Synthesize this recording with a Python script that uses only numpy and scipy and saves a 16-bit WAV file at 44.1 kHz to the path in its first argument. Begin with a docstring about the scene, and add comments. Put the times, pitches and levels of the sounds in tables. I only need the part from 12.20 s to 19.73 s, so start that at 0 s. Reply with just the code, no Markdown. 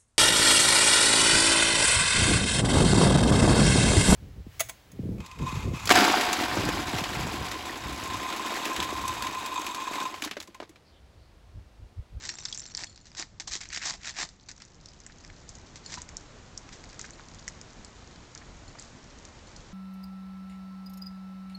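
"""Over a faint outdoor rumble and hiss, a dog digs at a frozen snow crust with its front paws.
Each claw stroke is a rush of tiny fractures; crumbs skitter, ice chips snap, collar tags tick and
the chain jingles. Paws thud and the leash clasp clinks on the collar ring. After about 2 s the
digging stops, the background swells, and the dog walks off with crunching steps and more clinks."""
import sys
import numpy as np
from scipy import signal
from scipy.fft import rfft, irfft
from scipy.io import wavfile
from scipy.ndimage import uniform_filter1d

SR = 44100
rng = np.random.default_rng(int(sys.argv[2]) if len(sys.argv) > 2 else 0)


def digitize_waveform(pressure):
    """Quantize a signal to 16-bit integers and store it at the path in sys.argv[1].

    Rows of a 2-D input are taken as channels; values are limited to [-1, 1].
    """
    field = np.atleast_2d(pressure).T
    bounded = np.clip(field, -1, 1)
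    quanta = np.round(bounded * 32767).astype(np.int16)
    wavfile.write(sys.argv[1], SR, quanta)


N = 332073
TIME = np.arange(N) / SR

# spectra of surface grit, hollow crust and deep snow: (frequency [Hz], density [dB])
GRIT_SPECTRUM = [(2200, -25.5), (3000, -7.5), (3800, 0), (4800, 1), (6000, 1), (7500, -1), (8100, -13.5),
                 (9000, -28)]
CRUST_SPECTRUM = [(1100, -15), (1450, -5), (1800, 0.5), (2200, -2), (2700, -6), (3400, -13.5)]
DEEP_SPECTRUM = [(150, -19.5), (330, -1), (460, -11.5), (700, 0.5), (1050, 0.5), (1350, -4.5),
                 (1900, -23.5)]


def from_db(db):
    """Decibels to gain."""
    return 10 ** (np.asarray(db) / 20)


def unit_rms(x):
    """Scale to unit rms."""
    return x / np.sqrt(np.mean(x ** 2) + 1e-20)


def unit_energy(x):
    """Scale to unit sum of squares."""
    return x / np.linalg.norm(x)


def curves(rows):
    """Interpolate (time, values...) rows linearly to one curve per column."""
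    times_s, *columns = np.transpose(rows)
    return [np.interp(TIME, times_s, column) for column in columns]


def colour(x, spectrum):
    """Minimum-phase filter of unit power gain; falls 18 dB per octave beyond the spectrum's ends."""
    hz, level_db = np.transpose(spectrum)
    octave = np.log2(np.arange(2049) * SR / 4096 + 1)
    beyond_oct = np.abs(octave - np.clip(octave, np.log2(hz[0]), np.log2(hz[-1])))
    gain = from_db(np.interp(octave, np.log2(hz), level_db) - 18 * beyond_oct)
    cepstrum = irfft(np.log(gain))
    causal = 2 * cepstrum[:2048] * (np.arange(2048) > 0)
    response = irfft(np.exp(rfft(causal, 4096)))
    return signal.fftconvolve(x, unit_energy(response))[:len(x)]


def resonate(x, hz, width_hz):
    """Two-pole band-pass."""
    r = np.exp(-np.pi * width_hz / SR)
    return signal.lfilter([1, 0, -1], [1, -2 * r * np.cos(2 * np.pi * hz / SR), r * r], x)


def add(out, start_s, sound):
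    """Mix a short sound into out."""
    at = max(round(start_s * SR), 0)
    out[at:at + len(sound)] += sound[:N - at]


def impulses(per_s, spread_db):
    """Random impulses: many small, a few large."""
    sizes = from_db(spread_db * np.minimum(rng.exponential(1, N), 3))
    return sizes * (rng.random(N) < per_s / SR)


def fade(x, decay_s):
    """Give each impulse an exponential tail."""
    return signal.lfilter([1], [1, -np.exp(-1 / (decay_s * SR))], x + 1e-18)


def damped_sine(start_s, peak_db, hz, t60_s):
    """One struck mode on a full-length track."""
    out, t = np.zeros(N), TIME[:SR // 8]
    add(out, start_s, from_db(peak_db - 60 * t / t60_s) * np.sin(2 * np.pi * hz * t))
    return out


def envelope_db(start_s, end_s, rise_db_per_s, fall_db_per_s):
    """Rise, hold at 0 dB from start to end, fall."""
    return -rise_db_per_s * np.maximum(start_s - TIME, 0) - fall_db_per_s * np.maximum(TIME - end_s, 0)


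def background(flutter_db):
    """Low outdoor rumble and a slightly wavering hiss."""
    # background levels: (time [s], rumble [dB], hiss [dB])
    levels = [(0, -54.5, -57.5), (.8, -56, -64), (1.3, -54.5, -63.5), (2.2, -57, -63.5), (2.7, -54, -59),
              (3.5, -51.5, -54), (4.1, -51.5, -53), (7.53, -53, -52.5)]
    # spectra of rumble and hiss: (frequency [Hz], density [dB])
    rumble_spectrum = [(15, -7), (28, 3), (50, 0.5), (100, -1), (200, -8), (300, -13.5), (450, -21),
                       (800, -29)]
    hiss_spectrum = [(110, 4), (200, 11), (300, 8.5), (450, 6.5), (1000, 4), (1800, 0.5), (2800, -3.5),
                     (4000, -3.5), (5200, -5), (7000, -4), (7600, -9), (8100, -17), (9000, -31)]
    rumble_db, hiss_db = curves(levels)
    slow_noise = signal.sosfilt(signal.butter(2, 12, fs=SR, output="sos"), rng.standard_normal(N))
    waver_db = flutter_db * unit_rms(slow_noise)
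    rumble = from_db(rumble_db + waver_db) * colour(rng.standard_normal(N), rumble_spectrum)
    hiss = from_db(hiss_db + 0.2 * waver_db) * colour(rng.standard_normal(N), hiss_spectrum)
    return rumble + hiss


def crumbs(spread_db, width_hz, bounce_s, gain_db, crust_db):
    """Loose grains land at random in tiny rattles, each at one of twelve pitches."""
    # crumbs trickling over the crust: (time [s], rate [1/s], relative level [dB])
    trickle = [(0, 130, -52), (.95, 100, -50.5), (1.12, 29, -55.5), (2.05, 150, -50), (2.55, 150, -51),
               (3.0, 163, -46), (4.2, 50, -47), (4.85, 127, -42), (5.8, 45, -46), (7.53, 52, -46.5)]
    per_s, size_db = curves(trickle)
    landings = impulses(per_s, spread_db) * from_db(size_db + gain_db)
    pitches_hz = np.geomspace(3700, 7400, 12)
    pitch_index = rng.integers(0, len(pitches_hz), N)
    rattle = rng.standard_normal(N)
    rings = sum(resonate(fade(landings * (pitch_index == k), bounce_s) * rattle, hz, width_hz)
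                for k, hz in enumerate(pitches_hz))
    knocks = colour(fade(landings, bounce_s) * rattle, CRUST_SPECTRUM)
    return colour(rings, GRIT_SPECTRUM) + from_db(crust_db) * knocks


def stroke_power(start_s, swell_s, hold_s, fall_db_per_s):
    """A paw bears down, holds and lets go; loosened powder slides on after it."""
    end_s, rise_db_per_s = start_s + hold_s, 22 / swell_s
    paw_db = envelope_db(start_s, end_s, rise_db_per_s, fall_db_per_s)
    powder_db = -23 + envelope_db(start_s, end_s, rise_db_per_s, fall_db_per_s=110)
    return from_db(np.maximum(np.maximum(paw_db, powder_db), -100)) ** 2


def paw_levels(crust_fade_db=3.5, sink_db=0.5, step_attack_s=0.004, step_deep_db=-16.5):
    """Amplitudes with which drags and steps drive grit, crust and deep snow."""
    # claw drags: (full force at [s], swell [s], hold [s], grit [dB], crust [dB re grit], deep [dB re grit])
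    drags = [(0.041, 0.085, 0.031, -40, -7, -15.5), (0.587, 0.02, 0.048, -40.5, -6.5, -12),
             (0.988, 0.038, 0.031, -38.5, -6, -10.5), (1.323, 0.029, .037, -32, -8.5, -18),
             (1.536, 0.034, .038, -35, -3, -22), (1.616, 0.024, .03, -41, 3.5, -13),
             (1.654, 0.042, 0.05, -31, -8, -14.5), (1.738, 0.023, 0.006, -41, -2.5, -7.5),
             (1.863, 0.058, 0.037, -36.5, -3.5, -15), (1.991, 0.054, 0.045, -33, -4, -12),
             (3.722, 0.068, 0.029, -40.5, -8.5, -10)]
    # paws set down: (time [s], grit [dB], fall [dB/s], crust [dB re grit])
    steps = [(.088, -37, 446, -3), (.856, -49, 400, -6), (.972, -37, 300, -18), (1.203, -35.5, 802, -7),
             (1.275, -33, 594, -13), (1.407, -38.5, 277, -2), (1.971, -46, 348, 6), (2.288, -39, 702, -6.5),
             (2.402, -54.5, 296, 2), (3.558, -44.5, 603, -7.5), (3.775, -45.5, 298, -2),
             (4.523, -46, 250, -5.5), (4.795, -48, 196, -10), (4.842, -46, 500, -11), (6.59, -50, 102, -15)]
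    power = np.zeros((3, N))
    for start_s, swell_s, hold_s, grit_db, crust_db, deep_db in drags:
        # the crust gives way and the paw sinks into the snow below
        progress = np.clip((TIME - start_s) / hold_s - .5, -1, 1)
        layers_db = np.array([np.zeros(N), crust_db - crust_fade_db * progress,
                              deep_db + sink_db * progress])
        stroke = stroke_power(start_s, swell_s, hold_s, fall_db_per_s=621.5)
        power += from_db(grit_db + layers_db) ** 2 * stroke
    for start_s, grit_db, fall_db_per_s, crust_db in steps:
        layers_db = np.array([[0], [crust_db], [step_deep_db]])
        stroke = stroke_power(start_s, step_attack_s, step_attack_s, fall_db_per_s)
        power += from_db(grit_db + layers_db) ** 2 * stroke
    return np.sqrt(power)


def scraping(slips_per_s, spread_db, slip_decay_s, steady_drag, grit_db, crust_db, deep_db):
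    """Claws catch and slip; each slip frees a burst of cracks in grit, crust and deep snow."""
    power = fade(impulses(slips_per_s, spread_db) ** 2, slip_decay_s)
    power /= np.maximum(uniform_filter1d(power, size=1100), 1e-9)  # paw pressure sets the mean level
    bite = np.sqrt((power + steady_drag) / (1 + steady_drag))  # drag fills the gaps between slips
    levels = paw_levels() * from_db([[grit_db], [crust_db], [deep_db]])
    return sum(colour(level * bite * rng.standard_normal(N), spectrum)
               for level, spectrum in zip(levels, (GRIT_SPECTRUM, CRUST_SPECTRUM, DEEP_SPECTRUM)))


def sharp_clicks(width_hz, onset_s, tail_s, tail_db, ring_db, crust_db, deep_db):
    """Ice chips snap with a knock on the crust; collar tags tick brightly with hardly any knock."""
    # chip snaps and tag ticks: (time [s], relative level [dB], centre [Hz], knock offset [dB])
    clicks = [(0.053, -40, 5810, -17), (0.091, -32, 4600, -8), (0.1857, -41.5, 5500, -5.5),
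              (.2411, -53, 4830, -7), (.2522, -30.5, 5310, -17), (0.256, -34, 4360, -11.5),
              (0.2847, -42, 5100, -12), (0.326, -34.5, 4600, -19), (.346, -36.5, 5930, -24),
              (0.3751, -36, 7040, -16), (0.395, -38, 5970, -21), (0.463, -43, 5570, -20),
              (.549, -30.5, 4970, -17), (.57, -36, 7300, -20), (0.5753, -33, 4540, -21),
              (0.6361, -37, 4700, -2.5), (.6428, -38, 6700, -5), (0.759, -51, 4320, -15),
              (.776, -51, 4450, -7), (.9166, -53, 4650, -6), (0.9494, -47, 5070, -3.5),
              (.996, -32.5, 6400, -11), (1.0242, -37.5, 4500, 0), (1.1987, -36, 5030, -7),
              (1.455, -48.5, 4100, 0), (1.4882, -44, 6600, -29), (1.5028, -44, 4840, -1.5),
              (1.5732, -37.5, 3880, 2), (1.6922, -40, 5260, -7), (1.707, -37.5, 4760, 0),
              (2.0892, -47, 5280, -11), (2.314, -43, 5840, -9), (2.3787, -52, 6360, -9),
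              (2.4201, -44.5, 5000, -6.5), (2.4503, -51, 6350, -24), (2.658, -44.5, 5400, -30),
              (2.6863, -48, 5000, -26), (2.802, -49.5, 6540, -29), (2.864, -43, 7150, -5.5),
              (3.0476, -47.5, 5420, -4), (3.291, -41.5, 6800, -30), (3.352, -45.5, 6640, -22),
              (3.6615, -46, 4840, -18), (3.74, -37, 5700, -13), (3.8176, -38.5, 6740, -16),
              (3.8898, -44.5, 6600, -5), (3.9683, -34, 6340, -35), (4.3758, -35, 6340, -36),
              (4.4903, -51.5, 5950, 2), (4.6393, -50, 4740, -0.5), (4.7291, -52, 5460, -9),
              (4.7933, -38.5, 6600, -6), (4.813, -37.5, 6490, -21), (4.906, -45, 6700, -10),
              (5.0854, -49, 5870, -22), (5.1462, -49, 6500, -21), (5.279, -34.5, 6250, -10.5),
              (5.2848, -39, 6740, -11), (5.413, -43.5, 6760, -11), (5.647, -44.5, 7340, -24),
              (6.1499, -41.5, 6100, -23), (6.176, -45, 5480, -22), (6.5958, -42.5, 7000, -23),
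              (6.6236, -47, 6810, -16), (7.051, -45.5, 5960, -11), (7.3634, -47.5, 5900, -20)]
    # spectrum of a click's bright ring: (frequency [Hz], density [dB])
    ring_spectrum = [(2200, -20.5), (3100, -2), (5000, 5), (7500, 3), (8100, -1.5), (9000, -20.5)]
    t = TIME[:SR // 20]
    rings, knocks = np.zeros(N), np.zeros(N)
    envelope = (t / onset_s) ** 2 * np.exp(-t / onset_s) + from_db(tail_db) * np.exp(-t / tail_s)
    bursts = rng.standard_normal((len(clicks), 2, len(t))) * envelope
    rms_scale = np.sqrt(.005 * SR)  # unit energy to unit rms over 5 ms
    for (start_s, level_db, hz, knock_db), (burst, impact) in zip(clicks, bursts):
        ring = colour(resonate(burst, hz, width_hz), ring_spectrum)
        knock = colour(impact, CRUST_SPECTRUM) + from_db(deep_db) * colour(burst, DEEP_SPECTRUM)
        add(rings, start_s, from_db(level_db) * rms_scale * unit_energy(ring))
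        add(knocks, start_s, from_db(level_db + knock_db) * rms_scale * unit_energy(knock))
    return from_db(ring_db) * rings + from_db(crust_db) * knocks


def collar_chain(touches_per_s, spread_db, ring_s, level_db, tick_db, knock_db):
    """The chain shakes while the head is down; each random touch ticks and rings one link."""
    # link modes: (frequency [Hz], level [dB])
    link_modes = [(3400, -17.5), (3750, -7.5), (4330, -1.5), (4750, -11), (5070, -15), (5490, -3),
                  (5640, 1.5), (6170, -5.5), (6750, -10), (7360, 0.5), (7550, -9)]
    touches = impulses(touches_per_s, spread_db)
    touches /= np.sqrt(np.maximum(uniform_filter1d(touches ** 2, size=2200), 1e-9))
    shake_db = envelope_db(start_s=.1, end_s=.47, rise_db_per_s=249, fall_db_per_s=56.5)
    touches *= from_db(level_db + shake_db)
    link_index = rng.integers(0, len(link_modes), N)
    rings, t = np.zeros(N), TIME[:SR // 15]
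    for k, (hz, mode_db) in enumerate(link_modes):
        mode = unit_energy(np.exp(-t / ring_s) * np.sin(2 * np.pi * hz * t))
        rings += from_db(mode_db) * signal.oaconvolve(touches * (link_index == k), mode)[:N]
    contact = unit_energy(np.exp(-np.arange(100) / 20))
    ticks = signal.lfilter(contact, 1, touches) * rng.standard_normal(N)
    knocks = colour(ticks, CRUST_SPECTRUM) + .5 * colour(ticks, DEEP_SPECTRUM)
    return rings + from_db(tick_db) * colour(ticks, GRIT_SPECTRUM) + from_db(knock_db) * knocks


def pings():
    """Collar links and plates of ice ring as damped sines."""
    # struck links and plates: (time [s], peak [dB], frequency [Hz], t60 [s])
    strikes = [(.1, -29.5, 5580, 0.057), (.171, -43, 3700, 0.027), (.205, -42.5, 3720, 0.032),
               (.213, -39, 6030, .04), (0.255, -33, 3530, .02), (.2655, -41, 6250, 0.036),
               (.327, -26.5, 3350, 0.024), (.386, -32, 7260, 0.023), (.403, -29.5, 7250, 0.019),
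               (.439, -36, 6100, .027), (.671, -44, 3380, .03), (3.777, -34, 980, 0.062),
               (5.279, -27.5, 1980, 0.015), (6.588, -42, 4920, .025)]
    return sum(damped_sine(*strike) for strike in strikes)


def paw_thuds(t60_cycles):
    """A paw lands with weight and pushes the snow for a few cycles."""
    # heavy landings: (time [s], peak [dB], frequency [Hz])
    landings = [(.627, -42.5, 300), (.996, -38, 336), (1.356, -40, 344), (1.717, -43, 184),
                (2.025, -43.5, 227), (2.038, -41, 165), (3.779, -43, 178)]
    return sum(damped_sine(start_s, peak_db, hz, t60_cycles / hz) for start_s, peak_db, hz in landings)


def leash_clasp(vary_db):
    """The clasp knocks on the collar ring; the same modes ring each time, with new strengths."""
    # knocks: (time [s], level [dB])
    knocks = [(0.669, -44), (.696, -47), (.727, -52), (0.759, -55), (.812, -52), (3.6615, -34.5),
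              (4.934, -43), (5.647, -46), (6.177, -45), (6.48, -45.5), (6.587, -48), (7.272, -47.5),
              (7.362, -43)]
    # clasp modes: (frequency [Hz], level [dB], t60 [s])
    modes = [(4400, -14, 0.037), (4340, -4, 0.053), (5030, -7.5, 0.023), (7080, -4, 0.048),
             (8500, -24.5, 0.053)]
    out = np.zeros(N)
    for start_s, level_db in knocks:
        for hz, mode_db, t60_s in modes:
            peak_db = level_db + mode_db + vary_db * rng.standard_normal()
            out += damped_sine(start_s, peak_db, hz, t60_s)
    return out


def pad_crunches(width_hz, lumpy_db, decay_s):
    """A lumpy burst of crushing snow sounds the hollow under the crust."""
    # pads pressing the crust in: (time [s], level [dB], centre [Hz])
    presses = [(2.896, -51.5, 1700), (3.042, -58, 1890), (3.096, -50, 1750), (3.728, -40.5, 1970),
               (3.771, -45.5, 1100), (3.893, -50, 1530), (4.725, -48.5, 1690), (4.842, -41, 1650),
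               (4.884, -51, 1700), (4.991, -44.5, 1250), (6.157, -48, 1510), (6.214, -48, 1690),
               (6.549, -48.5, 795), (6.584, -51, 1490)]
    out, t = np.zeros(N), TIME[:SR // 8]
    for start_s, level_db, hz in presses:
        lumps = from_db(lumpy_db * unit_rms(uniform_filter1d(rng.standard_normal(len(t)), size=80)))
        crush = lumps * rng.standard_normal(len(t))
        hollow = unit_rms(resonate(resonate(crush, hz, width_hz), hz, width_hz))
        add(out, start_s, from_db(level_db) * hollow * np.exp(-(t / decay_s) ** 2))
    return out


def yard_scatter(x, decay_s, wet_db):
    """Weak, short reflections from the ground and nearby objects."""
    t = TIME[:SR // 3]
    response = rng.standard_normal(len(t)) * np.exp(-t / decay_s) * (t > .003)
    return from_db(wet_db) * signal.fftconvolve(x, unit_energy(response))[:N]


def scene():
    """Paws, ice, collar and leash with their reflections, over the background; mono."""
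    dog = scraping(slips_per_s=490, spread_db=3.0, slip_decay_s=0.0008, steady_drag=0.33,
                   grit_db=-2.0, crust_db=-2.5, deep_db=-0.7)
    dog += sharp_clicks(width_hz=1300, onset_s=0.00029, tail_s=0.0077, tail_db=-17.5,
                        ring_db=1.0, crust_db=0.5, deep_db=-9.5)
    dog += crumbs(spread_db=2.5, width_hz=1780, bounce_s=0.0018, gain_db=-25.0, crust_db=1.0)
    dog += pings()
    dog += paw_thuds(t60_cycles=8.8)
    dog += pad_crunches(width_hz=850, lumpy_db=6, decay_s=0.012)
    dog += leash_clasp(vary_db=2.0)
    dog += collar_chain(touches_per_s=520, spread_db=5.0, ring_s=0.005,
                        level_db=-48, tick_db=-7.5, knock_db=-13.5)
    reflections = yard_scatter(dog, decay_s=0.045, wet_db=-19.5)
    return (dog + reflections + background(flutter_db=1.5))[None]


def record(dry):
    """Steep low-pass at 8950 Hz."""
    return signal.sosfilt(signal.ellip(10, .3, 70, 8950, fs=SR, output="sos"), dry)


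dry = scene()
out = record(dry)
digitize_waveform(out)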